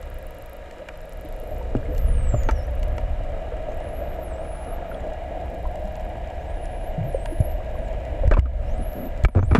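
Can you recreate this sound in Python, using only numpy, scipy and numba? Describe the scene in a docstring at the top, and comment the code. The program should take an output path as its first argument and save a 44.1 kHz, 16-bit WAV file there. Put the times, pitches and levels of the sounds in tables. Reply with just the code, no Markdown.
"""Dolphins over a shallow seabed

Dolphins whistle and send out sonar click trains, heard by a hand-held camera in a waterproof case.
Eddies rumble past, a distant motor drones, shrimp claws crackle and bubbles ring nearby.
Hands bump the case and excite its modes, and a limiter ducks after the hardest blows."""
import sys
import numpy as np
from scipy import signal
from scipy.fft import rfft, irfft
from scipy.io import wavfile
from scipy.ndimage import uniform_filter1d, minimum_filter1d
from numba import njit

SR = 44100
rng = np.random.default_rng(int(sys.argv[2]) if len(sys.argv) > 2 else 0)


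def wrap_up_sound(samples):
    """Save the sound to the file named by the first command line argument, as 16-bit audio."""
    columns = np.atleast_2d(samples).T
    # keep every value between -1 and 1, then stretch to whole-number steps
    tamed = np.clip(columns, -1, 1)
    steps = np.round(tamed * 32767).astype(np.int16)
    wavfile.write(sys.argv[1], SR, steps)


N = 422919
TIME = np.arange(N) / SR


def undb(db):
    """Amplitude ratio of a level in decibels."""
    return 10 ** (np.asarray(db) / 20)


def unit(x):
    """Normalisation to rms 1."""
    return x / np.sqrt(np.mean(x ** 2))


def peak(x, db):
    """Normalisation to a peak level."""
    return x * undb(db) / np.abs(x).max()


def curves(table):
    """Linear interpolation of each column over time."""
    times, *columns = np.transpose(table)
    return [np.interp(TIME, times, column) for column in columns]


def progress(t, length):
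    """Linear ramp from 0 to 1 over the given length."""
    return np.clip(t / max(length, 1 / SR), 0, 1)


def add(out, start_s, x):
    """Superposition of a sound from a given time on."""
    i = int(np.clip(start_s * SR, 0, N - 1))
    out[i:i + len(x)] += x[:N - i]


def wander(rate_hz):
    """Low-pass noise: smoothed random steps with a spread near 1."""
    hold = max(int(SR / rate_hz), 2)
    steps = np.repeat(rng.standard_normal(N // hold + 1), hold)
    return 1.3 * uniform_filter1d(uniform_filter1d(steps, hold), hold)[:N]


def fade(t60):
    """Exponential decay by 60 dB in t60 seconds, with its time axis."""
    t = TIME[:int(t60 * SR) + 64]
    return t, np.exp(-np.log(1000) * t / t60)


def colour(x, spectrum):
    """Minimum-phase filter through (Hz, dB) points, falling steeply beyond the ends."""
    hz, db = np.transpose(spectrum)
    octaves = np.log2(np.fft.rfftfreq(16384, 1 / SR) + 1)
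    outside = np.abs(octaves - np.clip(octaves, np.log2(hz[0]), np.log2(hz[-1])))
    response_db = np.interp(octaves, np.log2(hz), db) - np.minimum(36 * outside, 90)
    cepstrum = irfft(np.log(undb(response_db)))
    half = len(cepstrum) // 2
    cepstrum[1:half] *= 2  # folding the cepstrum makes the filter causal
    cepstrum[half + 1:] = 0
    impulse_response = irfft(np.exp(rfft(cepstrum)))[:half]
    return signal.oaconvolve(x, impulse_response)[:len(x)]


@njit
def resonate(x, hz, width_hz):
    """Second-order resonator with gain 1 at its moving centre."""
    y, band_state, low_state = np.empty(len(x)), 0., 0.
    for i in range(len(x)):
        g, damping = np.tan(np.pi * hz[i] / SR), width_hz / hz[i]
        band = (band_state + g * (x[i] - low_state)) / (1 + g * (g + damping))
        band_state = 2 * band - band_state
        low_state += 2 * g * band
        y[i] = damping * band
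    return y


def scatter(x, t60, wet_db):
    """Multipath propagation: echoes from the waves and the seabed follow the direct sound."""
    t = TIME[:SR // 4]
    tail = rng.standard_normal(len(t)) * undb(-60 * t / t60)
    return x + undb(wet_db) * signal.oaconvolve(x, tail / np.linalg.norm(tail))[:N]


# Strength of the flow past the case: time_s, level_db
FLOW_LEVEL = [(0, -32.5), (.8, -42), (1.8, -25.5), (2.1, -16), (2.6, -23.5), (3, -21.5), (3.35, -29),
              (5.2, -32), (5.9, -27.5), (6.35, -30), (6.7, -28.5), (8.05, -26.5), (8.55, -20.5), (8.8, -24),
              (9.05, -31.5), (9.5, -16.5)]
# Spectrum of the eddies: frequency_hz, gain_db
RUMBLE_SPECTRUM = [(18, -3), (27, 0), (38, -2), (52, -6), (66, -3), (95, -17), (120, -17), (160, -30),
                   (260, -32)]


def flow_rumble():
    """Turbulence: eddies press on the case as it moves through the water."""
    flow_db, = curves(FLOW_LEVEL)
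    return unit(colour(rng.standard_normal(N), RUMBLE_SPECTRUM)) * undb(flow_db)


# Slow course of the far sounds: time_s, drone_db, hollow_centre_hz, crackle_db
FAR_SOUNDS = [(1, -42, 542, -52), (1.7, -35.5, 490, -52.5), (2.3, -37.5, 508, -49), (3, -36.5, 617, -50),
              (5, -33.5, 670, -49.5), (6.2, -35, 689, -49.5), (8, -35, 625, -49), (9, -37, 607, -51)]
# Spectrum of the low wash: frequency_hz, gain_db
WASH_SPECTRUM = [(76, -34), (130, -33.5), (167, -11), (270, -10), (312, -7), (404, -11.5), (510, -3.5),
                 (638, 1), (749, -12), (805, -16), (1100, -42.5), (1430, -51.5), (2420, -120)]
# Partials of the motor: pitch_hz, relative_db
MOTOR_LINES = [(166, -15.5), (622, -11), (657, -14.5), (731, -13), (742, -18), (820, -53), (862, -23.5)]


def distant_drone(width_hz=150., hollow_db=-4, wash_db=-3, motor_db=-1, drift_hz=2.58):
    """A motor's line spectrum lies over a drifting hollow resonance and a wash of low noise."""
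    drone_db, centre_hz, _ = curves(FAR_SOUNDS)
    hollow = resonate(rng.standard_normal(N), centre_hz, width_hz)
    hollow = resonate(hollow, centre_hz, width_hz)
    wash = colour(rng.standard_normal(N), WASH_SPECTRUM) * undb(2.16 * wander(18))
    motor = np.zeros(N)
    for hz, db in MOTOR_LINES:
        amplitude = np.sqrt(2) * undb(db + 2.48 * wander(5.5))
        phase = 2 * np.pi * np.cumsum(hz + drift_hz * wander(9)) / SR
        motor += amplitude * np.sin(phase)
    noise = undb(hollow_db) * unit(hollow) + undb(wash_db) * unit(wash)
    return undb(drone_db) * (noise + undb(motor_db) * motor)


def shrimp_bed(spectrum, snaps_per_s, spread_db, hiss_db):
    """Shot noise: countless snaps of uneven size, the farthest merging into hiss."""
    sizes = undb(spread_db * np.minimum(rng.exponential(size=N), 6)) * rng.choice([-1, 1], N)
    impulses = sizes * (rng.random(N) < snaps_per_s / SR)
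    pops = unit(scatter(impulses, t60=.008, wet_db=-2))
    return unit(colour(pops + undb(hiss_db) * rng.standard_normal(N), spectrum))


# Spectrum of far crackle and of a near snap's body: frequency_hz, gain_db
CRACKLE_SPECTRUM = [(560, -36.5), (950, 3), (1090, -19.5), (1540, -9), (1670, 2), (1770, -8), (1930, -2),
                    (2010, -3), (2180, -7.5), (2420, -5), (2620, -12), (2860, -6.5), (3050, -14.5),
                    (3960, -26.5), (6710, -120)]
# A ringing band within the crackle: time_s, level_db
RING_LEVEL = [(0, -56.5), (1.5, -57.5), (2.3, -53), (3.3, -55), (4.8, -52), (6, -65.5), (7.4, -64),
              (9, -56)]


def far_crackle(ring_hz=1265, half_width_hz=350):
    """Distant snaps add incoherently; one narrow band of the crackle swells and dies away."""
    *_, crackle_db = curves(FAR_SOUNDS)
    ring_db, = curves(RING_LEVEL)
    bed = shrimp_bed(CRACKLE_SPECTRUM, snaps_per_s=700, spread_db=3, hiss_db=2.5)
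    bed *= undb(crackle_db + .7 * wander(3.3))
    band = [(ring_hz - half_width_hz, -12), (ring_hz, 0), (ring_hz + half_width_hz, -12)]
    ring = shrimp_bed(band, snaps_per_s=330, spread_db=2, hiss_db=-3)
    return bed + ring * undb(ring_db)


# Spectrum of the finest crackle: frequency_hz, gain_db
FIZZ_SPECTRUM = [(3800, 0), (4400, -7), (5400, -8), (6200, -11), (7400, -8), (8300, -12), (9200, -15),
                 (10200, -15), (11500, -13), (12700, -17), (14300, -19), (15400, -33)]


def shrimp_fizz(mid_db=-64.2, side_db=-73.5):
    """Decorrelation: independent mid and side signals give the finest crackle its width."""
    mid = shrimp_bed(FIZZ_SPECTRUM, snaps_per_s=500, spread_db=3.5, hiss_db=5)
    side = shrimp_bed(FIZZ_SPECTRUM, snaps_per_s=500, spread_db=5.5, hiss_db=-24)
    return mid * undb(mid_db), side * undb(side_db)


# Spectrum of one claw's crack: frequency_hz, gain_db
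SNAP_SPECTRUM = [(2000, -14), (3800, -3), (5300, -1), (6200, -4), (7500, 1), (9200, -14), (11500, -11),
                 (16000, -25)]


def stray_snaps(count=150):
    """Spreading loss: shrimp a little way off tick at random, the nearer ones louder."""
    out = np.zeros(N)
    t, decay = fade(.014)
    for when, nearness in rng.random((count, 2)):
        crack = colour(rng.standard_normal(len(t)) * decay, SNAP_SPECTRUM)
        add(out, when * N / SR, peak(crack, -57 + 12 * nearness ** 2))
    return out


# Claws snapping close by: start_s, crack_peak_db, body_emphasis_db
NEAR_SNAPS = [(0.028, -43, -20), (0.7103, -43, 8), (0.8866, -36, 13), (1.123, -41.5, -8), (1.949, -40, -5),
              (1.98, -33, -4), (2.4334, -36, -3), (2.5102, -31, 7), (2.83, -35.5, 7), (2.9804, -38.5, 13),
              (5.756, -42.5, 8), (5.955, -37.5, 0), (6.655, -42, -5), (7.257, -35, 13), (7.4071, -40, -6),
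              (8.2768, -32.5, 10), (8.3928, -24, 12), (9.2374, -31.5, -1)]


def near_snaps(body_trim_db=-3):
    """Broadband transients: each claw gives a sharp crack with a lower body."""
    out = np.zeros(N)
    t, decay = fade(.016)
    for start, db, emphasis_db in NEAR_SNAPS:
        bursts = rng.standard_normal((2, len(t))) * decay
        crack = peak(colour(bursts[0], SNAP_SPECTRUM), db)
        body = peak(colour(bursts[1], CRACKLE_SPECTRUM), db + emphasis_db + body_trim_db)
        add(out, start, crack + body)
    return scatter(out, t60=.04, wet_db=-13)


# Air pockets pinching off, large and small: start_s, peak_db, pitch_hz
BUBBLE_ROWS = [(1.246, -33, 311), (1.611, -33, 910), (1.757, -26, 277), (1.886, -27, 295),
               (2.341, -17, 590), (2.344, -30, 1196), (2.489, -17, 880), (2.49, -20, 1270),
               (3.52, -27, 482), (3.685, -22, 609), (3.804, -26, 654), (4.915, -31, 1370),
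               (4.945, -39, 3230), (5.654, -27, 965), (5.844, -31, 197), (6.979, -20, 156),
               (7.039, -25, 133), (7.145, -12.5, 524), (7.322, -24, 332), (8.234, -19, 537),
               (8.319, -6.5, 605), (8.323, -12.5, 1516), (8.337, -18, 2494), (8.342, -17, 1124),
               (8.369, -14, 990), (8.375, -17, 616)]


def bubbles(ring_cycles=32, rise=.06, onset_s=.0012, pop_db=-12, faint_count=10):
    """Volume resonance: air pinches off with a rough pop, then rings and rises in pitch as it fades."""
    out = np.zeros(N)
    first_s = BUBBLE_ROWS[0][0]
    faint = [(first_s + when * (N / SR - first_s), -35 - 2 * smallness, 300 * 4 ** smallness)
             for when, smallness in rng.random((faint_count, 2))]
    for start, db, hz in BUBBLE_ROWS + faint:
        t60 = ring_cycles / hz
        t, decay = fade(t60)
        ring = np.sin(2 * np.pi * hz * t * (1 + rise * t / t60))
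        band = signal.butter(3, [hz * .7, hz * 1.3], "bandpass", fs=SR, output="sos")
        pop = unit(signal.sosfilt(band, rng.standard_normal(len(t))))
        envelope = decay * (1 - np.exp(-t / onset_s))
        add(out, start, peak((ring + undb(pop_db) * pop) * envelope, db))
    return scatter(out, t60=.08, wet_db=-12)


# Soft blows of the hand: start_s, peak_db, pitch_hz, t60_s
HAND_BUMPS = [(1.752, -18, 120, 0.13), (2.338, -13, 113, 0.088), (7.004, -17.5, 102, 0.11),
              (7.403, -7, 98, .051), (8.251, -10, 55, .05), (8.275, 1, 67.6, 0.058),
              (8.313, 0.5, 36.3, 0.35), (8.388, 10, 63, 0.051), (8.42, -4.5, 63.3, 0.34),
              (9.237, -6.5, 63.4, 0.21), (9.253, 11.5, 45, 0.064), (9.358, 3.5, 92, 0.21),
              (9.426, -10, 112, 0.14), (9.524, -1, 85, 0.069), (9.582, -1.5, 170, 0.043)]


def hand_bumps(push_s=.003):
    """Damped oscillation: a soft push rocks the whole case."""
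    out = np.zeros(N)
    for start, db, hz, t60 in HAND_BUMPS:
        t, decay = fade(t60)
        envelope = decay * (1 - np.exp(-t / push_s))
        add(out, start, peak(-np.sin(2 * np.pi * hz * t) * envelope, db))
    return out


# Resonances of the case: frequency_hz, width_hz, gain_db
CASE_MODES = [(252, 46, 11), (350, 91, 5.5), (510, 420, 4.5), (940, 99, -2.5), (1240, 170, 5.5),
              (1570, 480, -3.5), (2100, 180, -17), (2283, 75, 7), (3400, 170, -8.5), (7100, 12000, -5.5)]
# Hard blows on the case: start_s, peak_db, brightness_hz, t60_s
CASE_KNOCKS = [(1.751, -8.5, 453, 0.022), (2.338, -20.5, 350, .09), (2.488, -13, 1450, .05),
               (2.982, -22, 1810, 0.016), (3.366, -33.5, 700, 0.013), (4.884, -36, 1100, 0.025),
               (5.656, -38, 810, 0.027), (8.312, -7, 1500, 0.098), (8.336, -11, 1840, 0.048),
               (8.369, -10, 850, 0.12), (8.456, -18.5, 1180, 0.061), (9.249, 11, 2080, 0.02),
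               (9.285, -11, 980, .023), (9.428, -9.5, 900, .028), (9.512, -7.5, 790, 0.073),
               (9.533, -11, 895, 0.011), (9.549, 2.5, 1800, 0.083)]
# Fingers sticking and slipping: start_s, end_s, slip_peak_db, brightness_hz
FINGER_RUBS = [(4.664, 4.71, -33, 700), (8.79, 8.815, -26.5, 150), (8.953, 9.075, -27.5, 178),
               (9.35, 9.398, -5.5, 630), (9.551, 9.59, -16, 1250)]


def case_contacts(slip_gap_s=.0103, slip_t60=.037, tap_count=5, tap_db=-31, tap_hz=900, tap_t60=.021):
    """Modal excitation: knocks, stick-slip friction and stray light taps rattle the case."""
    out = np.zeros(N)
    slips = [(s, db, hz, slip_t60)
             for start, end, db, hz in FINGER_RUBS for s in np.arange(start, end, slip_gap_s)]
    taps = [(s, tap_db, tap_hz, tap_t60) for s in rng.uniform(CASE_KNOCKS[0][0], N / SR, tap_count)]
    for start, db, brightness_hz, t60 in CASE_KNOCKS + taps + slips:
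        t, decay = fade(t60)
        force = undb(-11) * rng.standard_normal(len(t)) * decay  # scrape
        force[0] += undb(1.5)  # impact
        force = signal.sosfilt(signal.butter(2, brightness_hz, fs=SR, output="sos"), force)
        ring = sum(undb(mode_db) * resonate(force, np.full(len(t), float(hz)), float(width_hz))
                   for hz, width_hz, mode_db in CASE_MODES)
        add(out, start, peak(ring, db))
    return out


def loose_air(count=16, loudest_db=-37, lowest_hz=1600):
    """Smaller bubbles resonate higher: tiny ones, shaken off by the first knock, plink for a second."""
    out = np.zeros(N)
    t, decay = fade(.035)
    for lateness, smallness, weakness in rng.random((count, 3)):
        hz = lowest_hz * 2 ** smallness
        plink = np.sin(2 * np.pi * hz * t) * decay
        add(out, CASE_KNOCKS[0][0] + lateness ** 2, undb(loudest_db - 10 * weakness) * plink)
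    return out


# Spectrum of one sonar click: frequency_hz, gain_db
CLICK_SPECTRUM = [(4000, -36), (7500, -17), (9200, -19), (10900, -2), (12000, 0), (13000, -5), (15200, -10),
                  (17000, -26)]
# Click trains: start_s, end_s, first_gap_s, gap_change_per_click_s, level_db, treble_db
CLICK_TRAINS = [(.014, .59, .04442, -.0007, -37, 0), (.9745, 1.6, .0404, -.0003, -39, -7),
                (2.586, 3.03, .0411, .0003, -44, -7), (3.7444, 3.79, .0294, 0, -43, -14),
                (5.459, 6.11, .0426, -.00006, -47, -5)]


def sonar_clicks(gain_db=1, beam_edge_db=-3.5, uneven_db=1.5):
    """Directivity: a beam of pulses sweeps past, softer at each train's ends and duller off axis."""
    out = np.zeros(N)
    t, decay = fade(.009)
    index = np.arange(20)
    for start, end, gap, gap_change, db, treble_db in CLICK_TRAINS:
        times = start + index * gap + gap_change * index ** 2 / 2
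        spectrum = [(hz, band_db + np.interp(hz, (12000, 15200), (0, treble_db)))
                    for hz, band_db in CLICK_SPECTRUM]
        for s in times[times < end]:
            click = .15 * rng.standard_normal(len(t)) * decay  # faint echoes
            click[0] += 1  # direct pulse
            beam_db = beam_edge_db * (2 * progress(s - start, end - start) - 1) ** 2
            peak_db = db + gain_db + beam_db - uneven_db * rng.standard_normal()
            add(out, s, peak(colour(click, spectrum), peak_db))
    return out


def whistle_tone(hz, db, overtone_db=-11):
    """Phase is the integral of frequency: a gliding sine, with a second harmonic on low notes."""
    phase = 2 * np.pi * np.cumsum(hz) / SR
    overtone = undb(overtone_db) * np.clip((7700 - hz) / 900, 0, 1)
    edges = signal.windows.tukey(len(hz), .03)
    return np.sqrt(2) * undb(db) * edges * (np.sin(phase) + overtone * np.sin(2 * phase))


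# Contour of one long whistle: time_s, pitch_hz, level_db
FALLING_CONTOUR = [(1.875, 14450, -70), (1.92, 13350, -58), (2.04, 12000, -57), (2.125, 9250, -56),
                   (2.18, 8600, -57), (2.32, 7510, -53), (2.4, 7020, -50), (2.51, 6130, -61),
                   (2.615, 5200, -55), (2.648, 5790, -60), (2.662, 6300, -76)]


def falling_whistle(waver):
    """A frequency sweep: one long fall with an upward hook at its end."""
    out = np.zeros(N)
    on = (TIME > FALLING_CONTOUR[0][0]) & (TIME < FALLING_CONTOUR[-1][0])
    hz, db = curves(FALLING_CONTOUR)
    hz = uniform_filter1d(hz, size=1200) * waver
    out[on] = whistle_tone(hz[on], db[on])
    return out


# Strength of a whistle against its pitch: pitch_hz, gain_db
WHISTLE_RESPONSE = [(5000, -7), (8000, -7.5), (10000, -5), (11800, 0.5), (12500, -5.5), (13300, -14),
                    (14500, -10)]
# Whistle gestures, in which a move of 0 s is left out:
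# trough_time_s, trough_hz, plunge_s, climb_s, hold_s, shelf_hz, shelf_rise_hz, flick_s, level_db
WHISTLE_GESTURES = [(1.378, 10520, 0, .106, .14, 11700, 560, 0, -65),
                    (1.915, 7500, .135, 0, 0, 7500, 0, 0, -72),
                    (3.679, 6190, 0, .245, .245, 11160, 1900, 0, -57.5),
                    (4.341, 7570, .155, .148, .207, 10310, 560, .078, -54.5),
                    (5.013, 6970, .15, 0, 0, 6970, 0, 0, -59),
                    (6.295, 4970, 0, .344, .189, 10370, 490, .091, -58.5),
                    (7.104, 10710, 0, .299, .105, 12010, 950, .092, -66),
                    (7.19, 8040, .159, .127, .16, 10210, 1350, .092, -52),
                    (7.91, 6520, .207, 0, 0, 6520, 0, 0, -63),
                    (8.657, 5220, 0, .231, .139, 11650, 60, .096, -52),
                    (9.403, 5910, .162, .12, .2, 10410, 850, 0, -51)]


def gesture_whistles(waver, top_hz=14500, flick_share=.8, emerge_db=-9):
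    """Frequency modulation: the pitch plunges to a trough, climbs to a shelf, holds and flicks up."""
    out = np.zeros(N)
    for trough_s, trough_hz, plunge, climb, hold, shelf_hz, rise_hz, flick, db in WHISTLE_GESTURES:
        on = (TIME > trough_s - plunge) & (TIME < trough_s + climb + hold + flick)
        t = TIME[on] - trough_s
        hz = trough_hz + (top_hz - trough_hz) * progress(-t, plunge) ** 1.3
        hz += (shelf_hz - trough_hz) * np.sin(np.pi / 2 * progress(t, climb)) ** 2
        hz += rise_hz * progress(t - climb, hold)
        hz += (top_hz - hz) * flick_share * progress(t - climb - hold, flick) ** 2
        swell_db = emerge_db * (1 - progress(t, climb)) if plunge == 0 else 0
        response_db = np.interp(hz, *np.transpose(WHISTLE_RESPONSE))
        out[on] += whistle_tone(hz * waver[on], db + swell_db + response_db)
    return out


def dolphin_whistles(pitch_wobble=.003, flutter_db=3):
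    """Interference: the wavering glides overlap their own echoes and flutter in level."""
    waver = 1 + pitch_wobble * wander(140)
    voices = gesture_whistles(waver) + falling_whistle(waver)
    return scatter(voices * undb(flutter_db * wander(60)), t60=.093, wet_db=-8)


def scene(contact_side_db=-27):
    """Superposition at the sealed case: only fizz and contacts differ between left and right."""
    fizz, fizz_side = shrimp_fizz()
    dolphins = dolphin_whistles() + sonar_clicks()
    shrimp = near_snaps() + stray_snaps() + far_crackle() + fizz
    air = bubbles() + loose_air()
    handling = case_contacts() + hand_bumps()
    mid = flow_rumble() + distant_drone() + shrimp + air + handling + dolphins
    side = fizz_side + undb(contact_side_db) * case_contacts()
    return np.array([mid + side, mid - side])


@njit
def hold_peaks(x, fall):
    """Peak detection: the envelope jumps to each peak and sinks exponentially."""
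    envelope, held = np.empty(len(x)), 0.
    for i in range(len(x)):
        held = max(abs(x[i]), held * fall)
        envelope[i] = held
    return envelope


def record(dry, ceiling_db=-5, release_db_per_s=55, cutoff_hz=15600):
    """Look-ahead limiting ducks hard blows and recovers slowly; a low-pass cuts the top."""
    envelope = hold_peaks(dry.mean(axis=0), float(undb(-release_db_per_s / SR)))
    gain = np.minimum(1, undb(ceiling_db) / (envelope + 1e-9))
    gain = uniform_filter1d(minimum_filter1d(gain, size=128), size=128)
    lowpass = signal.ellip(8, .2, 70, cutoff_hz, fs=SR, output="sos")
    return signal.sosfilt(lowpass, dry * gain)


dry = scene()
out = record(dry)
wrap_up_sound(out)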